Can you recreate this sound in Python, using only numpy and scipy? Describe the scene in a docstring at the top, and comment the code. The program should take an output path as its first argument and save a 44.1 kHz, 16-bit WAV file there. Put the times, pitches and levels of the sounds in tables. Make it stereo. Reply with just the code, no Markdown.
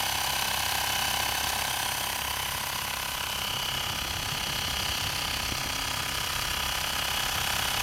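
"""A small battery air pump fills a motorcycle tyre outdoors, about 33 piston strokes a second over a low rumble.
Each turn the whine sags, the gears rattle, the inlet hisses, the outlet valve and piston knock and air rushes out.
The sounds are sine waves, noise that swells with the crank, and blows at set crank angles that ring the parts.
The microphone starts by the front wheel, rises past the mudguard to the tank, and at last comes partly back.
From about four seconds on, wind puffs and hand bumps reach the microphone, and later a faint hum comes and goes."""
import sys
import numpy as np
from scipy import signal
from scipy.fft import rfft, irfft, next_fast_len
from scipy.io import wavfile
from scipy.ndimage import map_coordinates

SR = 44100
rng = np.random.default_rng(int(sys.argv[2]) if len(sys.argv) > 2 else 0)


def store_wav(level_fs):
    """Save 16-bit WAV to argv[1]."""
    pcm = np.round(np.clip(np.atleast_2d(level_fs), -1, 1) * 32767)
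    wavfile.write(sys.argv[1], SR, pcm.T.astype(np.int16))


N = 344862
TIME = np.arange(N) / SR  # seconds


def amp(db):
    """Turn decibels into a gain."""
    return 10 ** (np.asarray(db) / 20)


def unit(x):
    """Scale so that the mean of the channels has rms 1."""
    mono = np.atleast_2d(x).mean(0)
    return x / np.sqrt(np.mean(mono ** 2) + 1e-20)


def along(points, hz):
    """Read (Hz, value) points at any frequency, on a log axis."""
    f, v = np.transpose(points)
    return np.interp(np.log(hz + 1), np.log(f + 1), v)


def curves(rows):
    """Give one value per sample for each column after the time."""
    s, *columns = np.transpose(rows)
    return [np.interp(TIME, s, column) for column in columns]


def wobble(rate):
    """Join random values by a smooth curve, rate values a second."""
    knots = rng.standard_normal(int(N * rate / SR) + 4)
    return map_coordinates(knots, [TIME * rate], mode="nearest")


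def swell(x, centre, width):
    """A bell-shaped rise and fall."""
    return np.exp(-.5 * ((x - centre) / width) ** 2)


def delayed(x, ms):
    """x heard after a delay that may change with time."""
    return map_coordinates(x, [np.arange(N) - ms * SR / 1000], order=3)


def filtered(x, response):
    """Multiply the spectrum of x by a response that depends on frequency."""
    m = 2 * next_fast_len(N // 2 + SR // 10)  # room for ringing after the end
    return irfft(rfft(x, m) * response(np.fft.rfftfreq(m, 1 / SR)), m)[..., :N]


def coloured(x, spectrum):
    """Shape x by (Hz, dB) points, with a filter that never rings ahead of its cause."""
    def response(hz):
        cepstrum = irfft(np.log(amp(along(spectrum, hz)) + 1e-6))
        half = len(cepstrum) // 2
        # fold the second half onto the first: minimum phase
        cepstrum[1:half] *= 2
        cepstrum[half + 1:] = 0
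        return np.exp(rfft(cepstrum))
    return filtered(x, response)


def resonating(x, modes):
    """Ring x through (Hz, width in Hz, dB) resonances, with alternating signs."""
    def response(f):
        total = 0
        for k, (centre, width, db) in enumerate(modes):
            damping = 1j * f * width
            total = total + (-1) ** k * amp(db) * damping / (centre ** 2 - f ** 2 + damping)
        return total
    return filtered(x, response)


# How alike left and right are in the pump's noisy sounds.
# Each row: frequency in Hz, likeness from -1 (opposite) to 1 (the same).
LIKENESS = [(60, 1), (250, 1), (700, 0.72), (1400, 0.3), (3000, 0.54), (5000, -0.1), (7000, -0.17),
            (15000, 0.17)]


def spread(pair, alike):
    """Mix two unrelated signals into left and right with the given likeness."""
    def angle(hz):
        return np.arccos(np.clip(along(alike, hz), -1, 1)) / 2
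    mid, side = filtered(pair, lambda hz: np.array([np.cos(angle(hz)), np.sin(angle(hz))]))
    return np.array([mid + side, mid - side])


def pan(db):
    """Left and right gains of mean 1 for a left-minus-right level difference."""
    gains = amp(np.array([db, -db]) / 2)
    return gains / gains.mean(0)


def blend(rows, places):
    """Mix the rows (wheel, mudguard, tank) by the microphone's share of each place."""
    return np.transpose(rows) @ places


def blows(turn, at, sizes, jitter_ms):
    """One impulse each time the crank passes one of the given angles, slightly mistimed."""
    passing_s = np.interp(at, turn, TIME, left=-1, right=-1)
    when = (passing_s + jitter_ms * 1e-3 * rng.standard_normal(len(at))) * SR
    inside = (when > 0) & (when < N - 2)
    whole, part = when[inside].astype(int), when[inside] % 1
    # share each blow between the two nearest samples
    early = np.bincount(whole, sizes[inside] * (1 - part), N)
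    late = np.bincount(whole + 1, sizes[inside] * part, N)
    return early + late


def once_a_turn(turn, angle, jitter_ms, scatter_db):
    """One blow per stroke, each a little different."""
    at = np.arange(int(turn[-1]) + 1) + angle
    return blows(turn, at, amp(scatter_db * rng.standard_normal(len(at))), jitter_ms)


# The motor slows a little as it works.
# Each row: time in seconds, crank turns a second.
CRANK_SPEED = [(0, 33.439), (.7, 33.42), (2, 33.397), (5, 33.268), (7.82, 33.301)]
START_TURN, HUNT_TURN = .3134, .0012  # crank angle at the start, and size of its wander (turns)


def crank():
    """Add up the crank's speed into turns, with a slight wander."""
    speed, = curves(CRANK_SPEED)
    return START_TURN + np.cumsum(speed) / SR + HUNT_TURN * wobble(6)


# Where the microphone is.
# Each row: time in seconds, then the weights of wheel, mudguard and tank.
MICROPHONE_PATH = [(0, 0.85, 0.23, 0.13), (1.6, 1, 0.048, 0.13), (2.3, 0.18, 0.42, 0.077),
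                   (3.1, 0.046, 0.49, 0.24), (3.7, 0.15, 0.15, 0.58), (6.5, 0.18, 0.12, 0.82),
                   (7.5, 0.43, 0.28, 0.74)]


def microphone_places():
    """Scale the three weights so that they add up to one at every moment."""
    weights = np.abs(curves(MICROPHONE_PATH))
    return weights / (weights.sum(0) + 1e-9)


# The phases of one turn that load the gears and move air: turn-round, intake, delivery, release, rest.
# Each row: centre in turns before the lag below, width in turns, gear load in dB, air flow in dB.
STROKE_PHASES = [(0, .035, 1.5, 1.5), (.22, .12, 4.5, 1.3), (.48, .052, 5.5, 5.5), (.62, .1, 1, 1),
                 (.89, .07, -2.5, -1.8)]
PHASE_LAG = .06  # each phase peaks this much later (turns)


def stroke(turn):
    """Add up how each phase of the turn changes gear load and air flow, in dB."""
    total = 0
    for centre, width, load_db, flow_db in STROKE_PHASES:
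        shape = swell((turn - centre + .5) % 1, .5 + PHASE_LAG, width)
        total = total + np.outer([load_db, flow_db], shape)
    return total


# The tones of the motor's whine.
# Each row: multiple of motor speed, level in dB against the other tones, flare under rising load in dB.
WHINE_TONES = [(4, -12, 5), (12, -2.5, 3.5), (24, -11, 1), (36, -20.5, 14), (48, -28, 18)]
MOTOR_RATIO = 7.4  # motor turns per crank turn
# compression brakes the motor once a stroke
SPEED_RIPPLE, FASTEST_TURN = 0.034, 0.063  # share of its speed, and where it runs fastest (turns)


def whine(turn):
    """The motor sings; its pitch sags and recovers every turn, and its tones flare as the load builds."""
    sag = SPEED_RIPPLE / (2 * np.pi) * np.sin(2 * np.pi * (turn - FASTEST_TURN))
    shaft = MOTOR_RATIO * (turn + sag) + .003 * wobble(40) + .0015 * wobble(700)
    loading = swell((turn + .5) % 1, 0.817, 0.067)  # peaks at .317 turn
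    total = 0
    for k, db, flare_db in WHINE_TONES:
        level = np.sqrt(2) * amp(db + flare_db * loading + 1.5 * wobble(5))
        total = total + level * np.sin(2 * np.pi * (round(k) * shaft + rng.random()))
    return total


def teeth(turn, steady, mesh, jitter_ms, count=90):
    """Gear teeth strike one by one: each has its own error, which returns every turn, plus loose play."""
    tooth = np.arange((int(turn[-1]) + 1) * count)
    steady = np.clip(steady, 0, 1)
    error = rng.standard_normal(count)[tooth % count]
    play = rng.standard_normal(len(tooth))
    sizes = mesh + np.sqrt(steady) * error + np.sqrt(1 - steady) * play
    return blows(turn, tooth / count, sizes, jitter_ms)


# What the pump's case passes of the gears, heard from the wheel, the mudguard and the tank.
# Each row: frequency in Hz, relative level in dB.
CASE_BY_WHEEL = [(650, -45.5), (1100, 6), (1190, -16), (1330, -17), (1550, 11.5), (1820, -2.5), (1990, -12),
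                 (2160, 7), (2410, -9), (2580, 8.5), (2810, 0.5), (2960, -12), (3120, -20), (3200, 6.5),
                 (3800, -18), (4940, -40), (8360, -120)]
CASE_BY_MUDGUARD = [(650, -38), (1100, 5), (1180, -16), (1350, -8.5), (1520, 4), (1590, -4), (1670, -10.5),
                    (1850, -12.5), (1940, 2), (2170, -5), (2300, -4.5), (2770, -4.5), (3010, 4),
                    (3550, -8.5), (3800, -37), (4940, -25), (8360, -120)]
CASE_BY_TANK = [(700, -41.5), (1110, -17), (1190, -2.5), (1265, 0.5), (1400, -2.5), (1550, -7),
                (1670, -2.5), (1900, -9), (2220, -8.5), (2740, -3.5), (2960, -1), (3330, -1), (3600, -25),
                (3900, -12.5), (4940, -17.5), (8000, -120)]


def gears(contacts, places):
    """Blows ring the case, whose colour changes with the side it is heard from."""
    cases = (CASE_BY_WHEEL, CASE_BY_MUDGUARD, CASE_BY_TANK)
    return sum(share * unit(coloured(contacts, case)) for share, case in zip(places, cases))


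# The case shaking with the crank.
# Each row: multiple of crank speed, usual level in dB rms.
CASE_SHAKE = [(2, -49), (3, -54), (4, -53), (6, -56), (8, -64.5), (10, -64), (13, -67)]


def shake(turn):
    """The unbalanced crank makes the case hum at multiples of its speed."""
    total = 0
    for k, db in CASE_SHAKE:
        level = np.sqrt(2) * amp(db + 1.6 * wobble(3.14))
        total = total + level * np.sin(2 * np.pi * (round(k) * turn + rng.random()))
    return total


# Air through the valves and vents, heard from the wheel and from the tank.
# Each row: frequency in Hz, relative level in dB.
AIR_BY_WHEEL = [(550, -14.5), (1200, -4.5), (2060, -5.5), (3500, -7), (3780, -2), (4240, -3.5),
                (4690, -0.5), (5600, -9.5), (6090, -3.5), (6570, -8), (7900, -10), (9400, -5.5),
                (10200, -8), (11100, -3.5), (12500, -5.5), (15100, -7), (16000, -22)]
AIR_BY_TANK = [(550, -39), (2060, -10), (3500, -6), (3750, -7), (4320, 0.5), (4560, 2), (5130, 0.5),
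               (6120, -2.5), (7560, -4.5), (8630, -9.5), (9320, -3.5), (10300, -5.5), (12000, -0.5),
               (15100, -8.5), (16000, -10)]
# Extra path of the echo off the motorcycle; the rows are wheel, mudguard and tank.
# Each row: left delay in ms, right delay in ms.
AIR_ECHO_MS = [(1, 1.245), (1.3, 1.06), (1.95, 1.566)]
ECHO_SHARE = .2
TOP_PAN_DB = -4.5  # the highest hiss leans to the right
TOP_STEADY = .4  # share of the stroke's swell that the highest hiss does not follow


def air(flow_db, places, lift_db, treble_pan_db, body_pan_db):
    """Hiss swells with the air flow; the motorcycle echoes it and shades its top."""
    grit = amp(0.72 * wobble(1800))
    jet = spread(rng.standard_normal((2, N)), LIKENESS) * grit * amp(flow_db + 0.77 * wobble(70))
    echo = np.array([delayed(side, ms) for side, ms in zip(jet, blend(AIR_ECHO_MS, places))])
    jet = jet + ECHO_SHARE * echo
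    by_tank = places[2]
    from_wheel = unit(coloured(jet, AIR_BY_WHEEL))
    from_tank = unit(coloured(jet, AIR_BY_TANK))
    hiss = unit((1 - by_tank) * from_wheel + by_tank * from_tank)
    top = filtered(hiss, lambda hz: 1 - 1 / (1 + (hz / 8200) ** 6))
    top_db = lift_db - TOP_STEADY * (flow_db - flow_db.mean())
    return (hiss - top) * pan(body_pan_db) + top * amp(top_db) * pan(treble_pan_db + TOP_PAN_DB)


# The inlet's hiss.
# Each row: frequency in Hz, relative level in dB.
INLET_COLOUR = [(3500, -24), (5200, -9), (6100, 2), (7000, -10), (8200, -14), (9400, -4.5), (10400, -15),
                (12000, -12), (16000, -24)]
# Level of the inlet's hiss in dB, from the wheel, the mudguard and the tank.
INLET_DB = [-12.5, -17, -17]
INTAKE_TURN, INTAKE_WIDTH = .19, .095  # peak and width of the suction (turns)


def intake(turn, places, bearing_db):
    """On the downstroke air is sucked through the narrow inlet: a bright hiss ahead of each knock."""
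    suction = swell((turn - INTAKE_TURN + .5) % 1, .5, INTAKE_WIDTH)
    noise = spread(rng.standard_normal((2, N)), LIKENESS)
    hiss = unit(coloured(suction * noise, INLET_COLOUR))
    return amp(blend(INLET_DB, places)) * hiss * pan(.5 * bearing_db)


# Rumble of the open air, and buffeting of the microphone.
# Each row: frequency in Hz, relative level in dB.
RUMBLE_COLOUR = [(15, -35), (35, -10), (55, -20.5), (80, -3), (130, -5.5), (175, -8.5), (280, -13),
                 (370, -16), (520, -16.5), (700, -21), (1200, -120)]
BUFFET_COLOUR = [(14, -36), (25, -15), (35, 1), (46, -2.5), (75, -3), (200, -60)]
# The breeze picks up.
# Each row: time in seconds, buffeting in dB, rumble in dB.
BREEZE_LEVELS = [(0, -68, -48.5), (1.9, -65, -48.5), (2.9, -55, -49.5), (4.3, -46, -43), (5.3, -46, -43),
                 (6.4, -46, -45.5), (7.8, -46, -46)]
# Gusts that swell the rumble.
# Each row: time in seconds, half-length in seconds, rise in dB.
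RUMBLE_GUSTS = [(1.2, .3, 3), (3.85, .2, 2), (4.7, .3, 1), (7.55, .3, 2.5)]
# Soft bumps of the hand that holds the microphone.
# Each row: start in seconds, size in dB before the softening.
HAND_BUMPS = [(4.681, -22), (5.521, -17), (5.658, -23)]
# The housing of the microphone knocks with each bump.
# Each row: frequency in Hz, width in Hz, level in dB against the bump.
HOUSING_MODES = [(250, 70, 3), (420, 110, 8)]


def outdoors():
    """Rumble of open air swells in gusts; the moving microphone is buffeted, and bumped by the hand."""
    buffet_db, rumble_db = curves(BREEZE_LEVELS)
    gust_db = sum(db * swell(TIME, s, width) for s, width, db in RUMBLE_GUSTS)
    alike = [(40, .93), (90, .84), (180, .72), (400, .7)]  # Hz, left-right likeness

    def noise(spectrum):
        return unit(coloured(spread(rng.standard_normal((2, N)), alike), spectrum))

    rumble = noise(RUMBLE_COLOUR) * amp(rumble_db + gust_db + .7 * wobble(18))
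    buffet = noise(BUFFET_COLOUR) * amp(buffet_db + 1.6 * wobble(4))
    bumps = np.zeros(N)
    for s, db in HAND_BUMPS:
        u = np.maximum(TIME - s, 0) / .0012
        bumps += amp(db) * u * (2 - u) * np.exp(-u)  # a push and its slower return
    soft = filtered(bumps, lambda hz: 1 / (1 + 1j * hz / 1400) ** 2)  # a palm gives no click
    return (rumble + buffet + soft + resonating(soft, HOUSING_MODES)) * pan(0.41)[:, None]


# The cylinder and outlet cavity.
# Each row: frequency in Hz, width in Hz, then relative level in dB at the wheel, the mudguard and the tank.
CAVITY_MODES = [(815, 102, 9, -1, 3), (1020, 283, 0, -3, -3), (1234, 180, -10.5, -29, 0),
                (1525, 113, -6.5, -13, -6.5)]
# The valve's lift against its slap in dB, from the wheel, the mudguard and the tank.
VALVE_LIFT_DB = [-3, -4.5, -6.5]
VALVE_RATTLE_DB = -5  # gear rattle that reaches the cavity


def valve(turn, contacts, places):
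    """The outlet valve lifts, then slaps shut, ringing the cavity; the gears shake it too."""
    lift = once_a_turn(turn, angle=.41, jitter_ms=.04, scatter_db=.6)
    slap = once_a_turn(turn, angle=.543, jitter_ms=.04, scatter_db=.6)
    pops = unit(amp(blend(VALVE_LIFT_DB, places)) * lift + slap)
    drive = pops + amp(VALVE_RATTLE_DB) * contacts
    modes = np.array(CAVITY_MODES)
    total = 0
    for share, db in zip(places, modes[:, 2:].T):
        total = total + share * unit(resonating(drive, np.c_[modes[:, :2], db]))
    return total


# The dull part of the piston's knock.
# Each row: frequency in Hz, relative level in dB.
THUD_COLOUR = [(60, -33.5), (150, -17), (270, -3), (360, -7), (430, 0.5), (490, 3), (540, 3.5), (610, 7),
               (700, -5), (800, 2), (1000, 5.5), (1150, -26), (1800, -21), (5000, -39)]


def thud(turn):
    """The piston thuds at both ends of its travel, harder at the top: a low buzz."""
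    top = once_a_turn(turn, angle=.43, jitter_ms=.04, scatter_db=.9)
    bottom = once_a_turn(turn, angle=.93, jitter_ms=.02, scatter_db=.3)
    return unit(coloured(top + amp(-12.0) * bottom, THUD_COLOUR))


# What the connecting rod's crack rings.
# Each row: frequency in Hz, width in Hz, relative level in dB.
ROD_MODES = [(1546, 260, -2.5), (2230, 320, -0.5), (3000, 350, 2.5), (4600, 550, -3)]
CRACK_RATTLE_DB, CRACK_S = -4, .009  # the crack's loose share, and that share's time to fall 60 dB
CLICK_DB = -8.5  # the bare click against the ring


def crack(turn):
    """The connecting rod takes up its play: one hard, short crack a stroke with a bare click."""
    blow = once_a_turn(turn, angle=.432, jitter_ms=.035, scatter_db=.9)
    t = np.arange(SR // 100) / SR
    rattle = signal.fftconvolve(blow, amp(-60 * t / CRACK_S))[:N] * rng.standard_normal((2, N))
    loose = unit(spread(rattle, LIKENESS))
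    ring = unit(resonating(unit(blow) + amp(CRACK_RATTLE_DB) * loose, ROD_MODES))
    # keep the click between about 900 and 8000 Hz
    click = unit(filtered(blow, lambda hz: 1j * hz / (900 + 1j * hz) / (1 + 1j * hz / 8000) ** 2))
    return -(ring + amp(CLICK_DB) * click)


def piston(turn):
    """The piston knocks as the load reverses at the top of the stroke, and rebounds."""
    knock = once_a_turn(turn, angle=.44, jitter_ms=.04, scatter_db=.8)
    rebound = once_a_turn(turn, angle=.5, jitter_ms=.08, scatter_db=1.2)
    return unit(knock + amp(-6) * rebound)


# The outlet valve's thin whistle.
# Each row: frequency in Hz, width in Hz, relative level in dB.
WHISTLE_MODES = [(8980, 720, 0)]


def whistle(turn):
    """Air whistles briefly each turn through the open outlet valve: noise through a narrow band."""
    burst = swell(turn % 1, 0.45, 0.033) * rng.standard_normal((2, N))
    return unit(resonating(burst, WHISTLE_MODES))


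# Extra delay of the left side in ms, from the wheel, the mudguard and the tank.
LEFT_DELAY_MS = [-.05, -.015, 0]
LAG_MS_PER_DB = -.019  # the farther side hears the pump later, by its bearing


def side_lag(body, bearing_db, places):
    """Delay one side and advance the other by half the lag each."""
    lag_ms = LAG_MS_PER_DB * bearing_db + blend(LEFT_DELAY_MS, places)
    return np.array([delayed(body[0], lag_ms / 2), delayed(body[1], -lag_ms / 2)])


# Bands of the pump's sound that briefly swell or sink; one row lies past the end, unheard.
# Each row: time in seconds, half-length in seconds, frequency in Hz, width in Hz, change in dB.
PASSING_BANDS = [(0.9, .45, 3030, 170, 6), (1.1, 0.57, 1520, 170, 1.5), (1.9, 0.41, 3160, 260, 3),
                 (2.17, 0.25, 3970, 680, -5.5), (5, 0.69, 4430, 790, 4.5), (5.17, 1, 1380, 600, -3),
                 (4.87, 0.24, 3000, 170, 0.5), (5.5, 0.39, 2200, 450, 1.5), (6.3, 0.3, 820, 110, -6.5),
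                 (6.1, .25, 1260, 180, 2), (23, 0.11, 6200, 820, -1), (6.7, .2, 9500, 600, 1.5),
                 (7.6, 0.29, 1360, 250, 2), (7.6, .4, 3460, 280, 2), (1.2, 0.34, 3220, 100, -9),
                 (1.9, 0.15, 8900, 900, 4), (2.88, 0.2, 3040, 210, -6), (2.4, 0.27, 7100, 1600, -1.5),
                 (2.9, 0.27, 15000, 1600, -2.5), (2.65, 0.27, 3300, 330, -1), (3.5, 0.4, 2650, 180, 1.5),
                 (3.3, .25, 1930, 180, -6.5), (3.7, 0.26, 9600, 1800, -1.5), (5.7, 0.28, 12000, 1800, -2.5),
                 (6.1, 0.17, 6300, 660, 0.5), (6.95, 0.79, 3000, 200, -2), (7.6, 0.34, 1020, 90, -4.5)]
GLANCE_SHARE, GLANCE_DRIFT_MS = .13, .12  # share of each faint echo, and how far its path drifts


def surroundings(x, count=4):
    """Fork, tank and engine give faint drifting treble echoes; bands of the sound briefly swell or sink."""
    treble = filtered(x, lambda hz: 1 - 1 / (1 + (hz / 2500) ** 4))
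    paths_ms = np.linspace(.7, 2.2, count)

    def echo(side):
        return sum(delayed(side, ms + GLANCE_DRIFT_MS * wobble(1.3)) for ms in paths_ms)

    x = x + GLANCE_SHARE * np.array([echo(side) for side in treble])
    f, t, z = signal.stft(x, SR, nperseg=1024)
    band_db = 0
    for s, length, hz, width, db in PASSING_BANDS:
        band = 1 / (1 + (2 * (f - hz) / width) ** 2)
        band_db = band_db + db * np.outer(band, swell(t, s, length))
    return signal.istft(z * amp(band_db), SR, nperseg=1024)[1][:, :N]


# Low puffs of wind on the microphone.
# Each row: centre in seconds, frequency in Hz, height of the swell in dB.
WIND_PUFFS = [(4.11, 80, -35), (4.19, 110, -35), (4.27, 95, -33), (4.328, 141, -32), (4.44, 96, -35),
              (4.511, 135, -34), (4.662, 91, -34), (4.899, 80, -34), (5.051, 80, -32)]
PUFF_S = 0.0084  # half-length of a puff


def puffs():
    """Each puff is a cycle or two of low pressure waves."""
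    total = 0
    for s, hz, db in WIND_PUFFS:
        wave = np.cos(2 * np.pi * (hz * (TIME - s) + rng.random()))
        total = total + amp(db) * swell(TIME, s, PUFF_S) * wave
    return total


# A faint low hum that comes and goes.
# The one row: centre in seconds, half-length in seconds, frequency in Hz, level at its height in dB rms.
FAINT_HUM = (5.85, .25, 269, -52)


def hum():
    """A low sine wave with a wandering phase swells briefly in the background."""
    s, width, hz, db = FAINT_HUM
    return np.sqrt(2) * amp(db) * swell(TIME, s, width) * np.sin(2 * np.pi * hz * TIME + wobble(9.3))


# The pump's loudness as the microphone comes and goes.
# Each row: time in seconds, level in dB.
PUMP_LOUDNESS = [(0, -29), (1.1, -28.5), (1.7, -29.5), (2.2, -30), (3, -30.5), (4.2, -32), (5.05, -30.5),
                 (5.65, -30.5), (6.4, -29.5), (7.05, -29), (7.6, -28)]
# Which side the pump is on, as the treble shows it.
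# Each row: time in seconds, left minus right in dB.
PUMP_BEARING = [(0, -3), (1.6, -4.5), (2.3, -5), (3.1, -4), (4.1, -2), (5.1, 1.5), (5.7, 5.5), (6.6, 3),
                (7.8, 0.5)]
# The balance of the pump; the rows are wheel, mudguard and tank.
# Each row: valve, gears, whine, air and treble lift in dB, then the body's left minus right in dB.
PUMP_VIEWS = [(-6.5, -7, -11, -2, -6, 2.5), (-9.5, -4, -8.5, -4.5, -2, 1.5), (-9, -1, -7, -5, -7.5, 6.5)]
CASE_KNOCK_DB, CRACK_DB = -11, -13  # the knock in the case against the gears, and the rod's crack
THUD_DB, THUD_BY_WHEEL_DB = -6.5, -2  # the thud against the valve, and its change beside the wheel
WHISTLE_DB = -19.5  # the whistle against the air


def scene():
    """The crank drives every part of the pump; the microphone's place sets their balance."""
    turn = crank()
    places = microphone_places()
    loudness_db, = curves(PUMP_LOUDNESS)
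    bearing_db, = curves(PUMP_BEARING)
    valve_db, gear_db, whine_db, air_db, lift_db, body_pan_db = blend(PUMP_VIEWS, places)
    load_db, flow_db = stroke(turn)

    mesh = np.array([teeth(turn, steady=0.48, mesh=0.11, jitter_ms=0.04) for _ in range(2)])
    contacts = unit(spread(amp(load_db) * mesh, LIKENESS))
    case_blows = contacts + amp(CASE_KNOCK_DB) * piston(turn)
    thud_db = THUD_DB + THUD_BY_WHEEL_DB * places[0]
    outlet = valve(turn, contacts, places) + amp(thud_db) * thud(turn)

    body = amp(whine_db) * whine(turn) + amp(gear_db) * gears(case_blows, places)
    body = body + amp(CRACK_DB) * crack(turn) + amp(valve_db) * outlet
    body = side_lag(body, bearing_db, places)

    rush = air(flow_db, places, lift_db, bearing_db, body_pan_db) + amp(WHISTLE_DB) * whistle(turn)
    hiss = amp(air_db) * rush + intake(turn, places, bearing_db)
    pump = amp(loudness_db) * surroundings(body * pan(body_pan_db) + hiss)
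    drone = amp(loudness_db - loudness_db.mean()) * shake(turn)
    return pump + drone + outdoors() + puffs() + hum()


def record(dry):
    """Keep nothing from 15900 Hz up."""
    return filtered(dry, lambda hz: hz < 15900)


dry = scene()
out = record(dry)
store_wav(out)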